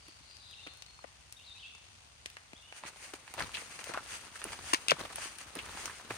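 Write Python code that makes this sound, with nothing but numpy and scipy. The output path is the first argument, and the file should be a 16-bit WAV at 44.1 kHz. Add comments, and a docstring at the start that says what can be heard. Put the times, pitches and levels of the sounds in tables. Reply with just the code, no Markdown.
"""Stray drops tick on a tent and the leaf litter in a damp wood, while songbirds call among the trees.
The camp then gives way to a stony trail, heard from the walker's position: grit crunches under the
boots, soles scrape, loose stones knock and twigs snap close to the microphone. Clothing swishes with
the strides, gear bumps and a metal tag clinks on the pack. A low stir of air lies under both places."""
import sys
import numpy as np
from scipy import signal
from scipy.fft import rfft, irfft
from scipy.io import wavfile

SR = 44100
rng = np.random.default_rng(int(sys.argv[2]) if len(sys.argv) > 2 else 0)


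def file_out(sig):
    """Save sig as 16-bit WAV at sys.argv[1]."""
    # one column per channel
    cols = np.atleast_2d(sig).T
    # limit, then scale
    lim = np.clip(cols, -1, 1)
    pcm = np.round(lim * 32767).astype(np.int16)
    wavfile.write(sys.argv[1], SR, pcm)


N = 272097
TIME = np.arange(N) / SR
TRAIL_FADE = np.interp(TIME, (2.35, 3.63), [0, 1])   # brings in the trail's continuous layers
PORT_LAG_S = .00045   # longest delay between the microphone's two ports
# Likeness of left and right on the trail: f/Hz, correlation
TRAIL_LIKENESS = [(60, 0.62), (250, 0.86), (640, 0.48), (1400, 0.34), (3000, 0), (7000, 0.00066)]


def footsteps(heel_rise_s=0.029, push_after_s=0.042, push_rise_s=0.14):
    """A heel lands, then the other foot pushes off: grit crunches, leaves crackle, the ground rumbles."""
    # Strides, in relative levels: t/s, heel crunch/dB, heel rumble/dB, push-off crunch/dB
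    steps = [(2.817, -48, -66, -66), (3.366, -45.5, -45, -59.5), (3.88, -53, -67, -63),
             (4.449, -55, -47, -60), (4.981, -48, -45.5, -59), (5.548, -53, -50, -55.5),
             (6.088, -57, -45, -56)]
    crunch_power = rumble_power = from_db(-62) ** 2   # floor between the steps
    for s, heel_db, weight_db, push_db in steps:
        heel = swell(s, heel_rise_s)
        push = from_db(push_db) * swell(s + push_after_s, push_rise_s)
        crunch_power = crunch_power + (from_db(heel_db) * heel) ** 2 + push ** 2
        rumble_power = rumble_power + (from_db(weight_db) * heel) ** 2 + (from_db(4.5) * push) ** 2
    crunch = np.sqrt(crunch_power)
    # Spectrum of crushed grit: f/Hz, relative density/dB
    grit_spectrum = [(100, 5), (250, 7), (500, 6.5), (1300, 8), (2400, -6.5), (4000, 8), (9000, -20),
                     (12000, -27)]
    # Spectrum of the ground under the walker's weight: f/Hz, relative density/dB
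    rumble_spectrum = [(25, -39), (50, -2), (80, -3), (150, -15.5), (300, -19.5), (800, -17.5)]
    uneven_load = from_db(2.5 * drift(90) + 1.5)
    grit = crunch * uneven_load * stick_slip() * noise(grit_spectrum, TRAIL_LIKENESS, grain_db=-2.5)
    rumble = np.sqrt(rumble_power) * noise(rumble_spectrum, TRAIL_LIKENESS, grain_db=6.0)
    litter = specks(per_s=47, size_db=-51, band_hz=[1100, 4500])
    leaves = crunch * specks(per_s=99, size_db=-8.0, band_hz=[3000, 15000])
    return TRAIL_FADE * (grit + pebbles(crunch) + rumble + litter + leaves)


def pebbles(load, per_s=260, spread_db=5, ring_cycles=4.5):
    """Small pebbles click at random under the sole, as hard as the load on it; each rings briefly."""
    born = rng.random(N) < per_s / SR
    sizes_db = 5 + spread_db * np.minimum(rng.exponential(1, N), 3) + rng.normal(0, 3, (2, N))
    clicks = born * load * from_db(sizes_db) * rng.choice([-1, 1], N)
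    pitches_hz = np.geomspace(900, 3760, 10)
    pitch_index = rng.integers(0, len(pitches_hz), N)
    out = 0
    for k, hz in enumerate(pitches_hz):
        decay = from_db(-60 * hz / (ring_cycles * SR))
        resonator = [1, -2 * decay * np.cos(2 * np.pi * hz / SR), decay * decay]
        out = out + signal.lfilter([.5, 0, -.5], resonator, clicks * (pitch_index == k) + 1e-18)
    return out


def twigs():
    """Twigs snap right beside the microphone, in two quick clusters."""
    # Snaps: t/s, level over 4 ms/dB, centre/Hz, width/octaves, t60/s, left-right/dB
    snaps = [(4.7315, -23, 1060, 0.55, 0.012, 2), (4.7325, -19, 3700, 3.1, 0.019, 3),
             (4.743, -22, 2880, 2, 0.011, 4.5), (4.8832, -21, 3570, 2.3, 0.0051, 2),
             (4.891, -28, 2950, 0.83, 0.025, 22), (4.8962, -23, 2950, 0.43, 0.016, -3),
             (4.9058, -17.5, 3800, 1.5, 0.016, -2.5), (4.9158, -20.5, 1340, 2.8, 0.0098, 14)]
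    return contacts(snaps, lag_s=PORT_LAG_S, alike_hz=5500, skirt_db=-5.0, rise=0.16)


def stones():
    """Loose stones knock together underfoot."""
    # Knocks: t/s, level over 4 ms/dB, centre/Hz, width/octaves, left-right/dB
    knocks = [(2.836, -40.5, 950, 1.9, -3), (3.134, -36.5, 1570, 9.9, -1.5), (3.277, -46, 1580, 2.5, -3),
              (3.338, -45.5, 900, 0.9, -6), (3.378, -40, 900, 0.99, 8), (3.395, -33.5, 2600, 3.6, 2),
              (3.405, -31.5, 1246, 1.34, 6), (3.411, -37, 1310, 1.7, -6), (3.422, -33, 2200, 3.3, 1),
              (3.46, -47, 1000, 0.69, -2), (3.493, -47, 1100, 0.75, 2), (3.548, -35.5, 3370, 0.97, 2.5),
              (3.569, -37, 2420, 1.5, 5), (3.79, -40.5, 1680, 2.9, 7), (3.812, -45, 2400, 2.6, -18.5),
              (3.894, -46, 1300, 1.4, 9), (3.918, -43, 1170, 1.6, 13), (3.936, -35.5, 1240, 5.2, -1),
              (3.9435, -33.5, 1090, 1.1, 1), (3.958, -44, 1130, 1.3, 5), (3.967, -44, 1900, 3, 0),
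              (3.9748, -33.5, 1260, 0.81, -1), (4.3583, -44.5, 1330, 0.84, -5),
              (4.416, -38.5, 2200, 2.1, -4), (4.967, -46, 1080, 0.82, -2), (5.051, -40.5, 1500, 3.2, -2),
              (5.101, -45, 1190, 1.6, 3), (5.182, -40.5, 1500, 2.3, 4), (5.589, -34, 2600, 0.89, -1),
              (5.7725, -41.5, 1170, 1.5, -5), (5.856, -33, 5500, 0.67, 2), (5.878, -39.5, 1390, 0.85, -4),
              (5.8965, -41.5, 1460, 0.9, -5), (5.997, -46.5, 1040, 1.1, 0)]
    rows = with_decay(knocks, t60=0.0016, s_per_octave=0.0016)
    return contacts(rows, lag_s=.00006, alike_hz=2200, skirt_db=-4.5, rise=0.3)


def scrapes():
    """Soles scrape over the ground in short, grainy bursts."""
    # Scuffs: t/s, level over 4 ms/dB, centre/Hz, width/octaves, left-right/dB
    scuffs = [(2.855, -41.5, 2370, 1.8, -4), (3.38, -34, 1050, 3.7, -3), (3.537, -32, 3000, 0.92, -1),
              (3.57, -39.5, 2255, 1, -14), (3.852, -39, 2170, 3.8, 0), (4.447, -43, 510, 2.6, -2),
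              (4.517, -32.5, 2250, 4.1, -3), (4.988, -35.5, 1640, 8.5, 0), (5.555, -40, 694, 2.5, 0),
              (6.098, -35.5, 900, 2.6, -1.5)]
    rows = with_decay(scuffs, t60=0.047)
    return stick_slip() * contacts(rows, lag_s=.00006, alike_hz=2370, skirt_db=-5.0, rise=0.28)


def stick_slip(per_s=420, depth_db=4.5):
    """A sole sticks and slips, breaking its noise into uneven grains; a gain of power 1."""
    return rms_one(from_db(depth_db * np.clip(drift(per_s), -2, 2)))


def clothing(rustle_db=-51, clumps_per_s=70, reflection_db=-18):
    """Cloth rubs at each stride; its reflection off the body adds moving ridges to the spectrum."""
    # Swishes: t of the top/s, level/dB, half-length/s, ridge spacing/Hz
    swishes = [(2.778, -46.5, 0.02, 1520), (2.88, -42, 0.013, 2090), (3.046, -46, 0.039, 2270),
               (3.423, -50, 0.029, 2120), (3.586, -44, 0.044, 2180), (3.89, -43.5, 0.02, 2100),
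               (4.135, -40.5, 0.042, 1530), (4.531, -46.5, 0.033, 1570), (4.7, -40.5, 0.05, 1560),
               (5.237, -38, 0.04, 1530), (5.412, -44.5, 0.013, 1540), (5.819, -43.5, 0.076, 1700)]
    # Spectrum of rubbing cloth: f/Hz, relative density/dB
    cloth_spectrum = [(200, -28), (500, -2), (1100, 4.5), (2300, 7.5), (4000, 6), (6500, 9.5), (9300, 8),
                      (12000, 1), (15500, -5)]
    swish_power = sum(from_db(db) ** 2 / (1 + ((TIME - s) / half) ** 2 / 2) ** 3
                      for s, db, half, _ in swishes)
    clumps = rms_one(from_db(3.5 * np.clip(drift(clumps_per_s), -2, 2)))
    rustle = TRAIL_FADE * clumps * from_db(rustle_db)
    rub = noise(cloth_spectrum, TRAIL_LIKENESS, grain_db=1.5)
    spacing_hz = in_time(swishes)[2]
    reflected = np.array([np.interp(TIME - 1 / spacing_hz, TIME, side) for side in rub])
    return np.sqrt(swish_power + rustle ** 2) * rms_one(rub + from_db(reflection_db) * reflected)


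def thuds(sag_octaves=0.2, puff_db=-9, lag_s_per_db=-0.74):
    """A blow on soft ground or gear swells into a few low swings that sink in pitch, with a dull puff."""
    # Blows: t/s, peak/dB, pitch/Hz, rise/s, left-right/dB
    blows = [(0.083, -55, 340, 0.0039, 0), (.205, -59, 181, .004, 4), (0.6678, -48.5, 345, .0045, -0.5),
             (1.042, -37, 650, 0.0023, 11), (2.2585, -45, 554, 0.0012, 9),
             (2.5321, -51.5, 241, 0.0031, -0.5), (3.1358, -44, 330, 0.0044, 1),
             (3.379, -41, 572, 0.0076, 0), (3.413, -52, 139, .009, -8), (3.621, -42, 546, 0.0014, -0.5),
             (3.87, -43, 567, 0.0025, 0), (3.892, -39, 506, 0.0018, -3.5), (3.898, -34, 487, 0.0014, -1.5),
             (3.9737, -32, 700, 0.0016, 0.5), (4.449, -44.5, 450, 0.0028, -1),
             (4.457, -49.5, 237, 0.0077, 0), (4.735, -28.5, 330, 0.0029, 1),
             (4.9182, -21, 563, 0.0021, -1.5), (4.922, -41, 169, 0.0087, -2), (5.006, -48, 402, 0.0053, -2),
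             (5.051, -40, 650, 0.0023, -0.5), (5.183, -38.5, 656, .002, 1), (5.557, -40, 510, 0.0019, -1),
             (5.566, -40, 290, 0.0046, 0), (5.75, -48, 246, 0.0027, -3.5), (6.105, -40.5, 325, .004, 0),
             (6.108, -50, 125, 0.011, 0)]
    out, t = np.zeros((2, N + SR)), np.arange(SR // 8) / SR
    for s, peak_db, hz, rise_s, pan_db in blows:
        age = t / rise_s
        sinking_hz = hz * 2 ** (sag_octaves * (1 - np.minimum(age, 5)))
        puff = rms_one(filtered(rng.standard_normal(len(t)), hz * np.array([.45, 2.2]), "band"))
        load = age * np.exp(1 - age)
        bump = load ** 2 * sine(sinking_hz) + from_db(puff_db) * load * puff
        lag_s = np.clip(lag_s_per_db * pan_db, -PORT_LAG_S, PORT_LAG_S)
        place(out, [bump, bump], s, peak_db, pan_db, lag_s)
    return out[:, :N]


def metal_tag(tick_hz=7350, tick_octaves=2.5, tick_t60_s=0.0034):
    """A small tag on the pack clinks with the steps: each touch ticks and briefly rings its modes."""
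    # Touches: t/s, ring level/dB, tick level/dB, left-right/dB
    touches = [(3.339, -39, -36, -7), (3.841, -50, -34.5, 3), (4.4407, -27, -33, -2),
               (5.158, -27, -34.5, -3), (5.385, -44, -40, 9), (5.553, -32, -36.5, -5.5),
               (5.857, -39, -31, -3)]
    # Modes of the tag: f/Hz, relative level/dB, t60/s
    modes = [(8840, 1.5, 0.011), (9610, 10, 0.009), (10150, 10, 0.0079), (12540, -12.5, 0.0079),
             (15300, -10, 0.0074)]
    rings, t = np.zeros((2, N + SR)), np.arange(SR // 20) / SR
    attack = 1 - np.exp(-t / 0.00096)
    for s, ring_db, _, pan_db in touches:
        at = round(s * SR)
        sides_db = np.array([[pan_db], [-pan_db]]) / 2
        for hz, mode_db, t60 in modes:
            strength = from_db(ring_db + mode_db + sides_db + rng.normal(0, 1.2, (2, 1)))
            phase = 2 * np.pi * (hz * t + rng.random((2, 1)))
            rings[:, at:at + len(t)] += strength * np.sin(phase) * from_db(-60 * t / t60) * attack
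    ticks = [(s, db, tick_hz, tick_octaves, tick_t60_s, pan_db) for s, _, db, pan_db in touches]
    return rings[:, :N] + contacts(ticks, lag_s=.00006, alike_hz=2280, skirt_db=12.0, rise=0.23)


def drops():
    """Drops strike the tent and leaves nearby and echo in the wood; fainter ones tick farther off."""
    # Near drops: t/s, level over 4 ms/dB, centre/Hz, width/octaves, left-right/dB
    splashes = [(.081, -47.5, 1580, 8.7, -1), (.31, -53, 3200, 1.2, 0), (.3676, -47, 4930, 0.5, 4),
                (.51, -50, 8000, 2.6, -1), (.6655, -47.5, 1100, 3, 0), (.6705, -41.5, 2100, 1.2, -1),
                (.677, -52, 1200, 3.1, 2), (.737, -52, 9000, 2, -2), (.771, -50, 9000, 2.4, 0),
                (.8216, -39.5, 3880, 1.7, 3), (.8627, -49.5, 4500, 1.2, 2), (.99, -52, 990, 2, 0),
                (1.041, -49, 1253, 2.4, 6), (1.324, -37.5, 7900, 1.5, 1), (1.749, -48.5, 1900, 4.1, 2),
                (2.2585, -33, 3880, 2.1, -1.5), (2.3, -46, 6500, 2.6, -2), (2.3678, -42, 1630, 1.3, -1),
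                (2.532, -45.5, 1430, 3.6, 2), (2.724, -43.5, 1480, 2.2, -2)]
    rows = with_decay(splashes, t60=0.0055, s_per_octave=0.001)
    near = contacts(rows, lag_s=0.00022, alike_hz=2550, skirt_db=-1.5, rise=0.13)
    far = specks(per_s=14, size_db=-68.0, band_hz=[900, 8000])
    midrange = filtered(near, [550, 1200], "band")
    return near + far + from_db(-12.0) * wood_echo(near) + from_db(-8) * wood_echo(midrange)


def songbirds():
    """Around the camp, slurred and hoarse notes mix with the thin whistles of a farther bird."""
    # Slurred notes: t/s, length/s, opening/Hz, middle/Hz, closing/Hz, relative level/dB
    slurs = [(.385, 0.12, 4100, 3980, 4040, -56), (.503, 0.041, 3850, 3390, 2510, -47.5),
             (.58, 0.052, 2880, 2805, 3540, -50), (.618, 0.043, 3560, 3680, 3650, -44),
             (1.365, 0.034, 3440, 3810, 2800, -48), (1.39, 0.065, 2580, 3060, 4170, -52.5),
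             (1.463, 0.071, 4120, 3680, 3740, -45), (1.55, 0.041, 2760, 2564, 2850, -52),
             (1.56, 0.087, 3950, 3660, 2620, -46.5), (1.592, .033, 2950, 3300, 3370, -48),
             (1.63, 0.042, 2850, 2620, 2850, -46), (1.645, 0.045, 2900, 3550, 3300, -46),
             (2.556, 0.047, 3080, 3620, 3290, -52), (2.618, 0.05, 2640, 2860, 2900, -56),
             (2.675, 0.04, 2900, 2980, 3020, -55)]
    # Hoarse, airy notes: same columns
    buzzes = [(0, 0.11, 4430, 4670, 4770, -57.5), (.22, 0.11, 4150, 4280, 4680, -56),
              (.4, 0.18, 3870, 3825, 3760, -53.5), (.625, 0.06, 3970, 4050, 4320, -53),
              (1.44, 0.042, 4100, 4530, 4420, -55), (1.565, 0.072, 4450, 4630, 4300, -57.5)]
    # The farther bird's whistles: same columns
    whistles = [(.285, 0.083, 4800, 4850, 4760, -50), (.37, 0.18, 4800, 4790, 4880, -51.5),
                (.69, 0.034, 4220, 4200, 4270, -52), (.76, 0.053, 4160, 4320, 4300, -56),
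                (.865, 0.16, 4300, 4300, 4270, -54.5)]
    return (from_db(-7.5) * bird(slurs, waver=.023, flutter_db=3.5, echo_db=-1)
            + from_db(-5.5) * bird(buzzes, waver=.065, flutter_db=3.5, echo_db=3)
            + from_db(-9.0) * bird(whistles, waver=.014, flutter_db=4.0, echo_db=-5))


def bird(notes, waver, flutter_db, echo_db):
    """Each note is one fluttering arc of pitch, reaching the microphone through the trees."""
    voice = np.zeros(N)
    unsteady = 1 + waver * drift(500)
    flutter = rms_one(from_db(flutter_db * np.clip(drift(70), -1.5, 1.5)))
    for s, length, opening, middle, closing, level_db in notes:
        along = np.clip((TIME - s) / length, 0, 1)
        hz = np.polyval(np.polyfit([0, .5, 1], [opening, middle, closing], 2), along)
        gate = np.clip(np.minimum(along, 1 - along) * length / 0.0024, 0, 1)   # 2.4 ms edges
        voice += gate * flutter * from_db(level_db) * np.sqrt(2) * sine(hz * unsteady)
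    return foliage(voice) + from_db(echo_db) * wood_echo(voice)


def buffets(rise_s=0.044, band_hz=(52, 107)):
    """As the walker swings forward, air buffets each microphone port with its own low rumble."""
    # Forward swings: t/s, level/dB
    swings = [(3.38, -55), (3.92, -70), (4.46, -63), (4.58, -59), (5.17, -63), (5.6, -65)]
    strength = sum(from_db(db) * swell(s, rise_s) ** 2 for s, db in swings)
    return strength * rms_one(filtered(rng.standard_normal((2, N)), band_hz, "band"))


def woodland_air():
    """Distant leaves and a low stir of air, easing a little as the walk begins."""
    # Loudness of the air: t/s, level/dB
    levels = [(0, -56), (1, -57), (2, -57), (2.5, -58), (3, -61.5), (3.4, -59.5)]
    # Its spectrum: f/Hz, relative density/dB
    spectrum = [(22, -33), (40, -11), (62, -1), (100, -5), (190, -16.5), (380, -21), (800, -14.5),
                (1800, -17.5), (3500, -12), (6500, -12.5), (9000, -17), (15000, -29.5)]
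    # Its likeness left and right: f/Hz, correlation
    likeness = [(60, 0.75), (130, 0.57), (290, 0.49), (640, -0.22), (1400, 0.1), (3000, -0.071)]
    return from_db(in_time(levels)[0]) * noise(spectrum, likeness, grain_db=2.5)


def foliage(x, decay_s=.014, spray_db=-10):
    """Leaves along the way add a spray of early reflections that blur a note."""
    t = np.arange(SR // 10) / SR
    spray = rms_one(rng.standard_normal((2, len(t))) * np.exp(-t / decay_s)) / np.sqrt(len(t))
    reflections = signal.fftconvolve(x[None], spray, axes=1)[:, :N]
    return (x + from_db(spray_db) * reflections) / np.hypot(1, from_db(spray_db))


def wood_echo(x, t60=0.72):
    """Trunks scatter sound into a dense dying tail, different on each side."""
    t = np.arange(SR) / SR
    build_up = 1 - np.exp(-t / .018)
    tail = rng.standard_normal((2, SR)) * from_db(-60 * t / t60) * build_up
    return signal.fftconvolve(np.atleast_2d(x), rms_one(tail) / np.sqrt(SR), axes=1)[:, :N]


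def contacts(rows, lag_s, alike_hz, skirt_db, rise):
    """Each contact is a burst of micro-fractures in its own band, with a broad skirt and a faint tail."""
    out, t = np.zeros((2, N + SR)), np.arange(SR // 6) / SR
    tail = from_db(-27 - 60 * t / .09)
    for s, level_db, hz, octaves, t60, pan_db in rows:
        shared, left, right = rng.choice([-1, 1], (3, len(t)))
        # long waves reach both sides alike, short ones scatter
        burst = filtered(shared, alike_hz, "low") + filtered(np.array([left, right]), alike_hz, "high")
        attack = 1 - np.exp(-(t / (rise * t60)) ** 2)
        burst = burst * attack * (from_db(-60 * t / t60) + tail)
        edges_hz = hz * 2 ** (np.array([-.5, .5]) * np.clip(octaves, .5, 6))
        core = rms_one(filtered(burst, edges_hz, "band"))
        skirt = rms_one(filtered(burst, edges_hz * [.5, 2], "band", order=1))
        hit = np.array([rms_one(side) for side in core + from_db(skirt_db) * skirt])
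        hit *= np.sqrt(.004 * SR / len(t))   # the energy of 4 ms at power 1
        place(out, hit, s, level_db, pan_db, lag_s)
    return out[:, :N]


def with_decay(rows, t60, s_per_octave=0):
    """Give contacts of one kind a decay time; broad, crumbling ones last s_per_octave longer."""
    return [(s, db, hz, octaves, t60 + s_per_octave * octaves, pan) for s, db, hz, octaves, pan in rows]


def specks(per_s, size_db, band_hz):
    """Tiny random ticks, a few large among many small."""
    born = rng.random(N) < per_s / SR
    sizes = from_db(size_db + 5 * np.minimum(rng.exponential(1, N), 3) + rng.normal(0, 2, (2, N)))
    t = np.arange(SR // 100) / SR
    snap = filtered(rng.standard_normal((2, len(t))) * np.exp(-t / 0.00022), band_hz, "band", order=1)
    return signal.fftconvolve(born * sizes, snap, axes=1)[:, :N]


def noise(spectrum, likeness, grain_db):
    """Stereo noise of rms 1; uneven sizes of its tiny impulses make it grainy."""
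    hz = np.fft.rfftfreq(N, 1 / SR)
    sizes = from_db(grain_db * np.clip(drift(700), -2, 2))
    mid, side = rfft(rng.standard_normal((2, N)) * sizes)
    alike = np.clip(at_hz(likeness, hz), -1, 1)
    pair = np.sqrt(1 + alike) * mid + np.sqrt(1 - alike) * side * [[1], [-1]]
    return rms_one(irfft(pair * from_db(at_hz(spectrum, hz)), N))


def place(out, pair, s, level_db, pan_db, lag_s):
    """Add a panned stereo event at time s, its right side shifted by lag_s."""
    pan = rms_one(from_db([pan_db / 2, -pan_db / 2]))
    for side, delay in enumerate([0, lag_s]):
        at = max(round((s + delay) * SR), 0)
        out[side, at:at + len(pair[side])] += from_db(level_db) * pan[side] * pair[side]


def swell(s, rise_s):
    """A load that builds up from time s, tops at 1 and eases off."""
    age = np.maximum(TIME - s, 0) / rise_s
    return age * np.exp(1 - age)


def drift(per_s):
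    """A random curve through per_s normal draws a second."""
    knots = rng.standard_normal(N // 16)
    return np.interp(TIME * per_s, np.arange(len(knots)), knots)


def sine(hz):
    """A tone that follows a pitch curve."""
    return np.sin(2 * np.pi * np.cumsum(hz) / SR)


def filtered(x, hz, kind, order=2):
    """Butterworth filter."""
    return signal.sosfilt(signal.butter(order, np.clip(hz, 15, .47 * SR), kind, fs=SR, output="sos"), x)


def in_time(rows):
    """One curve per column after the time column, sample by sample."""
    s, *columns = np.transpose(rows)
    return [np.interp(TIME, s, column) for column in columns]


def at_hz(points, hz):
    """Read a table on a log-frequency axis."""
    knots_hz, values = np.transpose(points)
    return np.interp(np.log(hz + 1), np.log(knots_hz), values)


def from_db(db):
    """Decibels to gain."""
    return 10 ** (np.asarray(db) / 20)


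def rms_one(x):
    """Scale to unit power."""
    return x / np.sqrt(np.mean(x ** 2) + 1e-20)


def scene():
    """The camp gives way to the trail, where the sharp sounds echo faintly off the trunks."""
    camp = woodland_air() + drops() + songbirds()
    walker = clothing() + footsteps() + metal_tag()
    knocks = stones() + scrapes() + twigs()
    return camp + walker + knocks + from_db(-29) * wood_echo(knocks) + thuds() + buffets()


def record(dry):
    """The microphone ports notch and dull the treble; the deepest bass and the top are cut off."""
    # Colour common to both ports: f/Hz, gain/dB
    colour = [(2000, 2), (2700, 2.5), (3700, -3.5), (4800, -3), (5300, -5.5), (5650, -3.5), (6900, -4),
              (7600, -10), (8050, -2), (9000, -1), (10100, -4.5), (11400, -17), (13200, -9), (16000, -17)]
    # Balance between the ports: f/Hz, left-right/dB
    balance = [(100, 1.5), (700, 2), (2400, -1), (4400, 6), (8000, 2.5), (15000, -2)]
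    hz = np.fft.rfftfreq(2 * N, 1 / SR)
    ports_db = at_hz(colour, hz) + at_hz(balance, hz) * [[.5], [-.5]]
    coloured = irfft(rfft(dry, 2 * N) * from_db(ports_db))[:, :N]
    top_cut = signal.cheby2(16, 70, 16900, fs=SR, output="sos")
    return signal.sosfilt(top_cut, filtered(coloured, 40, "high"))


dry = scene()
out = record(dry)
file_out(out)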